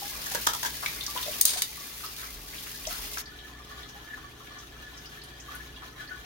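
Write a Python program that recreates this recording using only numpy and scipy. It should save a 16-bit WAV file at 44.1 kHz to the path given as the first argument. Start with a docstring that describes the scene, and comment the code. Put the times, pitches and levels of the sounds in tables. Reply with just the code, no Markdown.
"""Washing greens in a kitchen sink.

A tap (click noise, sine bubbles) runs over leaves; water sloshes, slaps and gulps (click swarms, tones).
A knife crunches a stalk (swarms, knocks) and clatters on the counter (damped modes). The sound cuts abruptly
to water muffled under a heap of greens: it trickles and drips in the ringing hollow, wet leaves rustle and
snap. Behind: a fridge hum (sines), room noise and a low rumble (filtered noise)."""
import sys
import numpy as np
from scipy import signal
from scipy.fft import rfft, irfft, next_fast_len
from scipy.io import wavfile
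from scipy.ndimage import uniform_filter1d

SR = 44100
rng = np.random.default_rng(int(sys.argv[2]) if len(sys.argv) > 2 else 0)


def wav_record(signal):
    """Record a signal, one row per channel, as 16-bit PCM in the file named by sys.argv[1]."""
    frames = np.transpose(np.atleast_2d(signal))
    bounded = np.clip(frames, -1, 1)
    # unit amplitude maps onto the largest positive 16-bit level
    quanta = np.round(bounded * 32767).astype(np.int16)
    wavfile.write(sys.argv[1], SR, quanta)


N = 275625
T = np.arange(N) / SR
BRIEF = T[:SR // 3]  # time axis of one short event

# stream on hands and leaves: t/s, relative level/dB
STREAM_LEVEL = [(0.0, -41), (0.14, -42), (0.3, -40), (0.75, -43), (1.1, -42), (1.22, -40), (1.7, -42),
                (2.15, -44), (2.45, -46), (2.75, -44), (3.2, -40.5)]
# spray spectrum: f/Hz, density/(dB per Hz)
SPRAY_SPECTRUM = [(400, -21.5), (1000, -19), (2000, -5), (3400, 0.5), (5500, 0), (6900, -1), (7900, -6.5),
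                  (9200, -2), (12000, -0.5), (15800, 0.5)]
# basin gurgle spectrum: f/Hz, density/(dB per Hz)
GURGLE_SPECTRUM = [(90, -9), (200, -1.5), (380, -10), (600, -2.5), (850, -8), (1170, 0), (1500, -4.5),
                   (2400, -6), (4500, -23.5)]
CUT_TO_HEAP_S = 3.216
STIR_SPRAY_DB, STIR_GURGLE_DB = 3.5, -1  # change when fully stirred
GURGLE_DB = -8.5  # re stream level


def tap():
    """Droplets patter on leaves in quick spurts and whip up small bubbles; the basin gurgles lower down."""
    stream_db, = curves(STREAM_LEVEL)
    stirred = stir()
    spray_db = stream_db + STIR_SPRAY_DB * stirred
    gurgle_db = stream_db + GURGLE_DB + STIR_GURGLE_DB * stirred + 0.92 * walk(8.0)
    spurts = undb(1.0 * walk(44.74) + 2.47 * walk(260))
    patter = clicks(rate=7000, spread_db=-0.5) * spurts
    spray = unit(colour(patter, SPRAY_SPECTRUM)) * undb(spray_db + 5.5)
    foam = fizz(count=1100, low_hz=1577, high_hz=6644, cycles=160, spread_db=2.5) * undb(spray_db - 9.5)
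    churn = clicks(rate=1500, spread_db=3.5) * undb(2 * walk(29.53))
    gurgle = unit(colour(churn, GURGLE_SPECTRUM)) * undb(gurgle_db)
    glugs = fizz(count=450, low_hz=720, high_hz=1562, cycles=114, spread_db=6.0) * undb(gurgle_db - 9.5)
    drops = splats(count=110, low_hz=1450, high_hz=6460, spread_db=5.0) * undb(spray_db - 13.5)
    return spray + foam + drops + gurgle + glugs


def before_cut():
    """1 before the abrupt cut to the heap, 0 after it."""
    return np.clip((CUT_TO_HEAP_S - T) / 0.017 + .5, 0, 1)


def splats(count, low_hz, high_hz, spread_db):
    """Bigger drops break off the stream at random; each spatters in its own register."""
    out = np.zeros((2, N))
    for when, pitch, strength in rng.random((count, 3)):
        hz = low_hz * (high_hz / low_hz) ** pitch
        spatter = crackle(0.00057, 0.0086, rate=4000, spread_db=2.0)
        add(out, when * CUT_TO_HEAP_S, band(spatter, hz, 0.24), spread_db * strength)
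    return unit(out)


# water sloshing off turned leaves: t/s, relative level/dB, length/s, centre f/Hz
SLOSH_EVENTS = [(0.822, -29, 0.027, 1150), (1.151, -35, 0.01, 664), (1.171, -35, 0.027, 1450),
                (1.264, -41, 0.014, 520), (2.019, -37, 0.059, 1300), (2.169, -36.5, 0.056, 1620),
                (2.219, -34, 0.038, 1430), (2.527, -38, 0.023, 1930), (2.661, -36.5, 0.014, 1660),
                (2.879, -36.5, 0.1, 1330), (3.169, -26, 0.0096, 1400), (4.166, -38, 0.022, 1170),
                (4.464, -42, 0.022, 2290), (5.495, -42, .06, 1340), (5.812, -40, 0.034, 1150),
                (5.972, -41, 0.019, 1560), (6.106, -46, 0.018, 1400)]
SLOSH_WIDTH, SLOSH_RISE_SHARE = 0.67, 0.39  # bandwidth/centre; build-up/length
STIR_RISE_S, STIR_FALL_S = 0.029, 0.04


def sloshes():
    """Water gathered in a leaf slides off as a soft swarm of clicks."""
    out = np.zeros((2, N))
    for s, db, length_s, hz in SLOSH_EVENTS:
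        rise_s = length_s * SLOSH_RISE_SHARE
        swarm = crackle(rise_s, length_s - rise_s, rate=6500, spread_db=0.0)
        add(out, s, band(swarm, hz, SLOSH_WIDTH), db - 3.5)
    return out


def stir():
    """How stirred the water is, 0-1: rises with each slosh and settles; a short slosh stirs it less."""
    stirred = np.zeros(N)
    for s, _, length_s, _ in SLOSH_EVENTS:
        rise = np.clip((T - s) / STIR_RISE_S, 0, 1)
        fall = np.exp(-np.maximum(T - s - STIR_RISE_S, 0) / STIR_FALL_S)
        stirred = np.maximum(stirred, rise * fall * min(length_s / STIR_RISE_S, 1))
    return stirred


# drops slapping on a taut leaf: t/s, relative level/dB, centre f/Hz, decay/s
SLAP_EVENTS = [(0.8597, -22.5, 2250, 0.0028), (.861, -30.5, 3800, .004), (1.008, -30.5, 3650, .006),
               (1.029, -38, 4040, .009), (1.064, -26.5, 5540, .004), (1.174, -30, 3280, 0.0077),
               (1.228, -33, 3600, .01), (1.331, -37, 3230, 0.01), (1.797, -42, 6000, .007),
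               (2.061, -34, 5000, 0.0063), (2.1647, -40, 3700, .007), (2.581, -38.5, 3520, 0.0085),
               (2.851, -34.5, 3400, 0.011), (2.869, -29, 5900, 0.0059), (3.1385, -42, 6640, .007),
               (3.181, -32, 5770, 0.0056)]
SLAP_RISE_S, SLAP_WIDTH = 0.0011, 0.35  # build-up; bandwidth/centre


def slaps():
    """Water lands all at once: a short click swarm in a band, plus a little broad treble."""
    out = np.zeros((2, N))
    for s, db, hz, decay_s in SLAP_EVENTS:
        smack = crackle(SLAP_RISE_S, decay_s, rate=6000, spread_db=1.5)
        add(out, s, band(smack, hz, SLAP_WIDTH) + 0.12 * resonate(smack, 5300, 5000), db + 1.0)
    return out


# air bubbles in the sink water: t/s, relative level/dB, nominal f/Hz, T60/s, glide/(share of f)
BUBBLE_EVENTS = [(.018, -35, 800, 0.21, 0.0098), (.873, -41, 2360, .12, -0.0066),
                 (1.079, -35.5, 1150, .12, 0.034), (1.16, -30, 1020, 0.15, 0.2),
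                 (1.26, -37.5, 600, 0.064, 0.068), (1.279, -33, 636, 0.073, 0.0088),
                 (1.462, -44.5, 594, 0.38, 0.038), (1.56, -32.5, 740, 0.045, 0.25),
                 (1.773, -42, 1166, 0.13, -0.04), (2.036, -35.5, 1237, 0.087, 0.11),
                 (2.869, -30.5, 649, 0.11, 0.24), (3.95, -45.5, 798, 0.14, 0.24)]
SHUDDER_DB, SHUDDER_RATE_HZ = 3, 167  # spread; random knots per second


def bubbles():
    """Large bubbles gulp up, each born in a small splash; they shudder as they pull free."""
    out = np.zeros((2, N))
    for s, db, hz, t60, glide in BUBBLE_EVENTS:
        tone = bubble(hz, t60, glide=glide, onset_s=0.0021, wobble=0.019)
        shudder = undb(SHUDDER_DB * walk(SHUDDER_RATE_HZ)[:tone.shape[1]])
        splash = crackle(0.0028, 0.0077, rate=4600, spread_db=-2.5)
        add(out, s, tone * shudder, db - 4.5)
        add(out, s, band(splash, hz, 0.47), db - 6.5)
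    return out


# stalk giving way under the blade: t/s, relative level/dB, build-up/s, decay/s, tilt/(dB per octave),
# knock f/Hz, knock level/dB
CUT_EVENTS = [(0.258, -30, 0.0053, 0.01, 2.5, 1720, -37.5), (0.311, -29, 0.0087, 0.0067, 1, 760, -37),
              (.347, -23, .001, 0.0038, -0.5, 540, -31.5), (.353, -22.5, 0.00084, .003, -1, 1570, -32.5),
              (.467, -14, 0.0019, 0.0034, -0.5, 620, -35.5), (.471, -14, 0.0014, 0.0013, -1.5, 1300, -21),
              (.487, -25, 0.0017, 0.003, 4, 930, -33), (0.5351, -22, 0.00049, 0.0048, -0.5, 1350, -34),
              (.547, -26, 0.002, 0.0026, 1, 980, -34), (0.6286, -23.5, 0.0011, 0.0082, -0.5, 960, -40),
              (.648, -24, 0.0013, 0.0049, -1, 1590, -34), (.658, -25, 0.0027, 0.0097, 0, 950, -44)]
# stalk colour: f/Hz, gain/dB
STALK_COLOUR = [(80, -20), (180, -13), (330, -13), (580, -9), (760, -13), (940, 6.5), (1120, -8),
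                (1310, -4), (1700, 2), (2000, -4), (2500, -12), (3300, -2), (4200, -6.5), (6500, -2),
                (7900, -9), (15500, -7)]
KNOCK_WIDTH_HZ, CELLS_PER_S = 160, 3400


def cuts():
    """Crisp cells burst in swarms as the blade goes through; each swarm knocks the hand-held stalk."""
    out = np.zeros((2, N))
    for s, db, rise_s, decay_s, tilt_db, hz, knock_db in CUT_EVENTS:
        burst = crackle(rise_s, decay_s, rate=CELLS_PER_S, spread_db=3.5)
        add(out, s, colour(burst, STALK_COLOUR, tilt_db), db - 0.5)
        add(out, s, resonate(resonate(burst, hz, KNOCK_WIDTH_HZ), hz, 500), knock_db)
    return out


# knife meeting the counter: t/s, relative level/dB, chatter/s, decay/s, tilt/(dB per octave)
CLATTER_EVENTS = [(1.411, -3, 0.004, .001, 3.5), (1.453, -2.5, 0.0008, 0.0035, 2),
                  (1.460, -19.5, 0.006, 0.075, -3.5), (1.483, -19.5, 0.00075, 0.0023, -5),
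                  (1.492, -20, .001, 0.0075, -4), (1.535, -21, 0.0015, 0.009, -6),
                  (1.572, -24, 0.011, 0.014, -5.5), (1.62, -10.5, 0.00071, 0.003, -3),
                  (1.634, -35, 0.00087, 0.0028, -7.5)]
# contact colour: f/Hz, gain/dB
SCRAPE_COLOUR = [(60, -46.5), (300, -31), (1400, -13), (2700, -8), (3700, 1.5), (5000, 2), (8000, 1.5),
                 (10500, 0.5), (15500, 2)]
# steel blade modes: nominal f/Hz, width/Hz, relative gain/dB
BLADE_MODES = [(3750, 230, -15), (4600, 220, -13), (6500, 250, -3), (8770, 130, -1.5), (8840, 180, 2.5),
               (9630, 260, 2), (11360, 270, -7), (12800, 490, -3.5), (15700, 500, -9)]
BLADE_DETUNE = 0.013  # spread of each mode per contact, share of f


def knife():
    """The blade chatters on the counter, slides and settles; every contact rings its damped modes."""
    out = np.zeros((2, N))
    for s, db, chatter_s, decay_s, tilt_db in CLATTER_EVENTS:
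        envelope = np.exp(-np.maximum(BRIEF - chatter_s, 0) / decay_s)
        contact = clicks(rate=29000, spread_db=3.0, size=len(BRIEF)) * envelope
        # a longer slide catches and slips
        catch_db = 3.1 * walk(241)[:len(BRIEF)] * np.minimum(BRIEF / 0.019, 1)
        contact = contact * undb(catch_db)
        modes = [(hz * (1 + BLADE_DETUNE * rng.standard_normal()), width_hz, mode_db)
                 for hz, width_hz, mode_db in BLADE_MODES]
        add(out, s, colour(contact + undb(4.5) * ring(contact, modes), SCRAPE_COLOUR, tilt_db), db - 1.5)
    return out


# flow under the heap: t/s, relative level/dB
FLOW_LEVEL = [(3.3, -1), (3.55, 0.5), (3.85, 1.5), (4.35, -2), (4.55, -1), (4.8, 1), (5.3, -0.5), (6.2, 0)]
# leaf rustle spectrum: f/Hz, density/(dB per Hz)
RUSTLE_SPECTRUM = [(300, -10), (1000, -7.5), (2400, -2.5), (3700, -1), (4900, -8), (6000, -2.5),
                   (6900, -5.5), (7800, -16), (9500, -9), (13000, -7.5), (15800, -8)]
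# air under the heap, resonances: f/Hz, width/Hz, relative gain/dB
HOLLOW_MODES = [(784, 90, -11), (1170, 28, -2), (1218, 12, -4), (1330, 18, -9), (1460, 11, 0.5),
                (1602, 15, -5), (1724, 19, 3.5), (1788, 20, 0.5), (1830, 22, -6), (1986, 20, -3.5),
                (2328, 45, -7.5), (2530, 14, -9), (2957, 65, -8.5), (3150, 49, -1), (3368, 50, -8),
                (3440, 43, -7), (3910, 180, -11)]
TRICKLE_DB, RUSTLE_DB, BABBLE_DB = -52, -53.5, -59  # relative levels before flow and stir
STIR_TRICKLE_DB, STIR_RUSTLE_DB = 7.5, 2  # lift when fully stirred
HOLLOW_WAVER_S = 0.0001


def heap():
    """Water trickles in spurts into the ringing hollow; tiny bubbles babble, wet leaves rustle on top."""
    stirred = stir()
    flow_db, = curves(FLOW_LEVEL)
    trickle_db = TRICKLE_DB + flow_db + STIR_TRICKLE_DB * stirred
    rustle_db = RUSTLE_DB + flow_db + STIR_RUSTLE_DB * stirred
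    spurts = undb(3.5 * np.tanh(walk(22)))
    flutter = undb(4.5 * np.tanh(walk(40)))
    dribble = clicks(rate=600, spread_db=1.5) * spurts
    # the hollow changes shape: its ringing runs a little early or late
    wavering = T + HOLLOW_WAVER_S * walk(14)
    ringing = np.array([np.interp(wavering, T, ear) for ear in ring(dribble, HOLLOW_MODES)])
    trickle = unit(ringing) * undb(trickle_db - 0.5)
    rustle = unit(colour(clicks(rate=2500, spread_db=2.0) * flutter, RUSTLE_SPECTRUM)) * undb(rustle_db)
    babble = fizz(count=480, low_hz=1003, high_hz=3975, cycles=95, spread_db=1.0) * undb(BABBLE_DB + flow_db)
    foam = fizz(count=400, low_hz=3500, high_hz=6740, cycles=200, spread_db=1.5) * undb(rustle_db - 10.5)
    return (trickle + rustle + babble + foam) * (1 - before_cut())


LOW_HZ, MID_HZ, HIGH_HZ = 1165, 1480, 1744  # three air pockets in the hollow
# drips into the hollow: t/s, relative level/dB, pocket f/Hz
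DRIP_EVENTS = [(3.268, -44, HIGH_HZ), (3.318, -47, MID_HZ), (3.356, -54, HIGH_HZ), (3.442, -47, HIGH_HZ),
               (3.594, -47, LOW_HZ), (3.708, -41, LOW_HZ), (3.76, -43, LOW_HZ), (4.0686, -46, HIGH_HZ),
               (4.1, -41, HIGH_HZ), (4.128, -38.5, HIGH_HZ), (4.237, -42.5, LOW_HZ), (4.399, -45.5, LOW_HZ),
               (4.505, -46.5, LOW_HZ), (4.565, -44, LOW_HZ), (4.8665, -47.5, HIGH_HZ),
               (5.166, -50.5, HIGH_HZ), (5.481, -38.5, LOW_HZ), (5.512, -44, LOW_HZ), (5.54, -44.5, MID_HZ),
               (5.597, -46, HIGH_HZ), (5.9917, -43.5, HIGH_HZ), (6.007, -40, MID_HZ),
               (6.0864, -41.5, HIGH_HZ), (6.105, -38, MID_HZ), (6.122, -46, HIGH_HZ), (6.135, -44, MID_HZ),
               (6.156, -47, LOW_HZ)]
DRIP_RISE_S, DRIP_DECAY_S, POCKET_WIDTH_HZ = 0.01, .009, 42


def drips():
    """A drip traps a small bubble, gurgles in its pocket and wakes the resonances near it."""
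    out = np.zeros((2, N))
    for s, db, hz in DRIP_EVENTS:
        spatter = crackle(DRIP_RISE_S, DRIP_DECAY_S, rate=5000, spread_db=1.0)
        plop = resonate(spatter, hz, 470)
        add(out, s, bubble(hz, t60=0.089, glide=0.032, onset_s=0.0063, wobble=0.012), db - 3.5)
        add(out, s, resonate(plop, hz, POCKET_WIDTH_HZ), db - 6.5)
        add(out, s, ring(plop, HOLLOW_MODES), db - 6)
    return out


# wet leaves snapping apart: t/s, relative level/dB, centre f/Hz
SNAP_EVENTS = [(3.255, -46, 4660), (3.385, -46.5, 3450), (3.828, -45.5, 3700), (3.887, -49, 5800),
               (4.584, -47, 6000), (4.972, -48.5, 5570), (5.055, -46.5, 5100), (5.215, -46.5, 4450),
               (5.235, -50.5, 10000), (5.399, -47, 6300), (5.547, -44, 11200), (5.759, -47, 3330),
               (6.073, -49, 4370)]


def snaps():
    """Wet leaves snap apart: a short click swarm in a narrow band."""
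    out = np.zeros((2, N))
    for s, db, hz in SNAP_EVENTS:
        add(out, s, band(crackle(0.0026, 0.017, rate=3000, spread_db=2), hz, 0.31), db + 2.5)
    return out


# fridge partials: f/Hz, mean level/dB
HUM_PARTIALS = [(59.4, -56.5), (119, -62), (147, -62.5), (258, -70.5), (423.5, -63.5), (716, -71.5)]
# kitchen background spectrum: f/Hz, density/(dB per Hz)
AIR_SPECTRUM = [(22, -25.5), (31, -22), (38, -0.5), (44, -1.5), (60, 1), (80, -5.5), (110, -9),
                (190, -11.5), (290, -6), (390, -9.5), (500, -16.5), (900, -16), (2000, -22), (8000, -33)]
AIR_DB = -51.5


def fridge():
    """Sine partials wavering in level and phase, over the low noise of the room."""
    hum = np.zeros(N)
    for hz, db in HUM_PARTIALS:
        amplitude = undb(db + 2.3 * walk(4.8)) * np.sqrt(2)
        hum += amplitude * np.sin(2 * np.pi * hz * T + .5 * walk(2.95))
    return hum + unit(colour(diffuse(N, wide_hz=450), AIR_SPECTRUM)) * undb(AIR_DB)


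# swells of a deep rumble: t/s, level/dB
RUMBLE_SWELLS = [(2.45, -51), (2.96, -49)]
RUMBLE_HZ, RUMBLE_S = 43, 0.18


def rumble():
    """Narrow low noise swells and fades, alike in both ears."""
    swell = sum(undb(db) * np.exp(-((T - s) / RUMBLE_S) ** 2) for s, db in RUMBLE_SWELLS)
    noise = rng.standard_normal(N)
    return swell * unit(resonate(resonate(noise, RUMBLE_HZ, 10), RUMBLE_HZ, 11))


def bubble(hz, t60, glide=.05, onset_s=.0015, wobble=0.009):
    """Trapped air rings like a sine, wavers with its shape and glides; the ears get different phases."""
    t = BRIEF[:int(t60 * SR) + 200]
    shape = np.interp(t / t[-1] * 15, np.arange(16), rng.standard_normal(16))
    pitch = hz * (1 + glide * (np.minimum(2 * t / t60, 1) - .25) + wobble * shape)
    phase = 2 * np.pi * np.cumsum(pitch) / SR
    envelope = (1 - np.exp(-t / onset_s)) * np.exp(-np.log(1000) * t / t60)
    return envelope * np.sin([phase + rng.uniform(-0.054, 1) * hz / 1400, phase])


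def fizz(count, low_hz, high_hz, cycles, spread_db):
    """Many small bubbles at random moments, each ringing for about the same number of cycles."""
    out = np.zeros((2, N))
    for when, pitch, strength in rng.random((count, 3)):
        hz = low_hz * (high_hz / low_hz) ** pitch
        tone = bubble(hz, cycles / hz, glide=0.058, onset_s=0.0013)
        add(out, when * T[-1], tone, -spread_db * np.log(strength + 0.054))
    return unit(out)


def clicks(rate, spread_db, size=N):
    """Tiny impacts of uneven size, each from its own direction, reaching the two ears apart."""
    at = np.flatnonzero(rng.random(size) < rate / SR)
    chance = rng.random((len(at), 3))
    strength = undb(-spread_db * np.log(.01 + chance[:, 0])) * np.sign(chance[:, 1] - .5)
    lag = np.round(44 * (chance[:, 2] - .5)).astype(int)  # samples, up to 0.5 ms either way
    out = np.zeros((2, size))
    out[0, at] = strength
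    np.add.at(out[1], (at + lag) % size, strength)
    return unit(out)


def crackle(rise_s, decay_s, rate, spread_db):
    """A swarm of clicks that builds up and dies away."""
    envelope = np.minimum(BRIEF / rise_s, 1) * np.exp(-np.maximum(BRIEF - rise_s, 0) / decay_s)
    return envelope * clicks(rate, spread_db, size=len(BRIEF))


def diffuse(size, wide_hz):
    """Noise from all around: long waves are alike in both ears, short ones unrelated."""
    mid, side = rng.standard_normal((2, size))
    apart = 1 - 1 / (1 + (np.fft.rfftfreq(size, 1 / SR) / wide_hz) ** 2)
    mid = irfft(rfft(mid) * np.sqrt(2 - apart), size)
    side = irfft(rfft(side) * np.sqrt(apart), size)
    return unit(np.array([mid + side, mid - side]))


def walk(rate):
    """Random wandering in straight lines between normal draws, rate knots per second."""
    knots = rng.standard_normal(int(N / SR * rate) + 2)
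    return np.interp(T * rate, np.arange(len(knots)), knots)


def colour(x, points, tilt_db=0):
    """Causal minimum-phase filter through (Hz, dB) points, tilted by dB per octave."""
    n = 2 * next_fast_len(x.shape[-1] // 2 + 1, True)
    octave = np.log2(np.fft.rfftfreq(n, 1 / SR) + 1)
    hz, db = np.transpose(points)
    gain_db = np.interp(octave, np.log2(hz), db) + tilt_db * octave
    cepstrum = irfft(np.log(undb(gain_db)))
    # fold the cepstrum to positive times
    cepstrum[1:n // 2] *= 2
    cepstrum[n // 2 + 1:] = 0
    return irfft(rfft(x, n) * np.exp(rfft(cepstrum)))[..., :x.shape[-1]]


def resonate(x, hz, width_hz):
    """One resonance, gain 1 at its centre."""
    b, a = signal.iirpeak(min(hz, SR / 2 - 1), hz / width_hz, fs=SR)
    return signal.lfilter(b, a, x + 1e-18)


def band(x, hz, share):
    """Two equal resonances in series: steep skirts, each as wide as a share of the centre."""
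    return resonate(resonate(x, hz, hz * share), hz, hz * share)


def ring(x, modes):
    """A body of several (Hz, width Hz, dB) resonances in parallel."""
    return sum(undb(db) * resonate(x, hz, width_hz) for hz, width_hz, db in modes)


def undb(db):
    """Decibels to gain."""
    return 10 ** (np.asarray(db) / 20)


def curves(rows):
    """Each column of a table as a line through time."""
    s, *columns = np.transpose(rows)
    return [np.interp(T, s, c) for c in columns]


def unit(x):
    """Scale to rms 1."""
    return x / np.sqrt(np.mean(x ** 2))


def add(out, s, x, db):
    """Mix in an event whose loudest 3 ms stand at db."""
    peak = np.sqrt(uniform_filter1d(np.mean(x ** 2, axis=0), size=130).max())
    i = max(int(s * SR), 0)
    out[:, i:i + x.shape[1]] += x[:, :N - i] * undb(db) / peak


def kitchen(x, wet_db, t60):
    """Close hard walls add a short, slightly dull tail of decaying noise."""
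    tail = diffuse(len(BRIEF), wide_hz=550) * undb(-60 * BRIEF / t60) * np.minimum(BRIEF / .004, 1)
    tail = colour(tail, [(100, 4.0), (5000, 3.5), (15000, -3.5)])
    tail /= np.sqrt(np.sum(tail ** 2) / 2)
    wet = signal.fftconvolve(x, tail, axes=1)[:, :N]
    return (x + undb(wet_db) * wet) / np.hypot(1, undb(wet_db))


def scene():
    """The sink lies a little to the left; the hum and rumble are added without tail."""
    water = kitchen(tap(), wet_db=-6.0, t60=0.2) * before_cut()
    water = water + kitchen(sloshes() + slaps() + bubbles(), wet_db=-7.0, t60=0.24)
    blade = kitchen(cuts(), wet_db=-6.5, t60=0.2) + kitchen(knife(), wet_db=-6.5, t60=0.13)
    greens = kitchen(heap() + drips() + snaps(), wet_db=-5.5, t60=0.12)
    left_db = 1.57  # left over right
    balance = undb(np.array([[left_db], [-left_db]]) / 2)
    return (water + blade + greens) * balance + fridge() + rumble()


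TOP_HZ = 15900


def record(dry, threshold_db=-13, share=0.43, release_db=1.5):
    """Gain ducks at once under a loud hit, recovers release_db a second; peaks rounded, top cut."""
    power = np.abs(uniform_filter1d(np.mean(dry ** 2, axis=0), size=130))
    level_db = 10 * np.log10(power + 1e-12)
    excess_db = share * np.maximum(level_db - threshold_db, 0)
    duck_db = np.maximum.accumulate(excess_db + release_db * T) - release_db * T
    rounded = .9 * np.tanh(dry * undb(-duck_db) / .9)
    return signal.sosfilt(signal.ellip(10, .2, 80, TOP_HZ, fs=SR, output="sos"), rounded)


dry = scene()
out = record(dry)
wav_record(out)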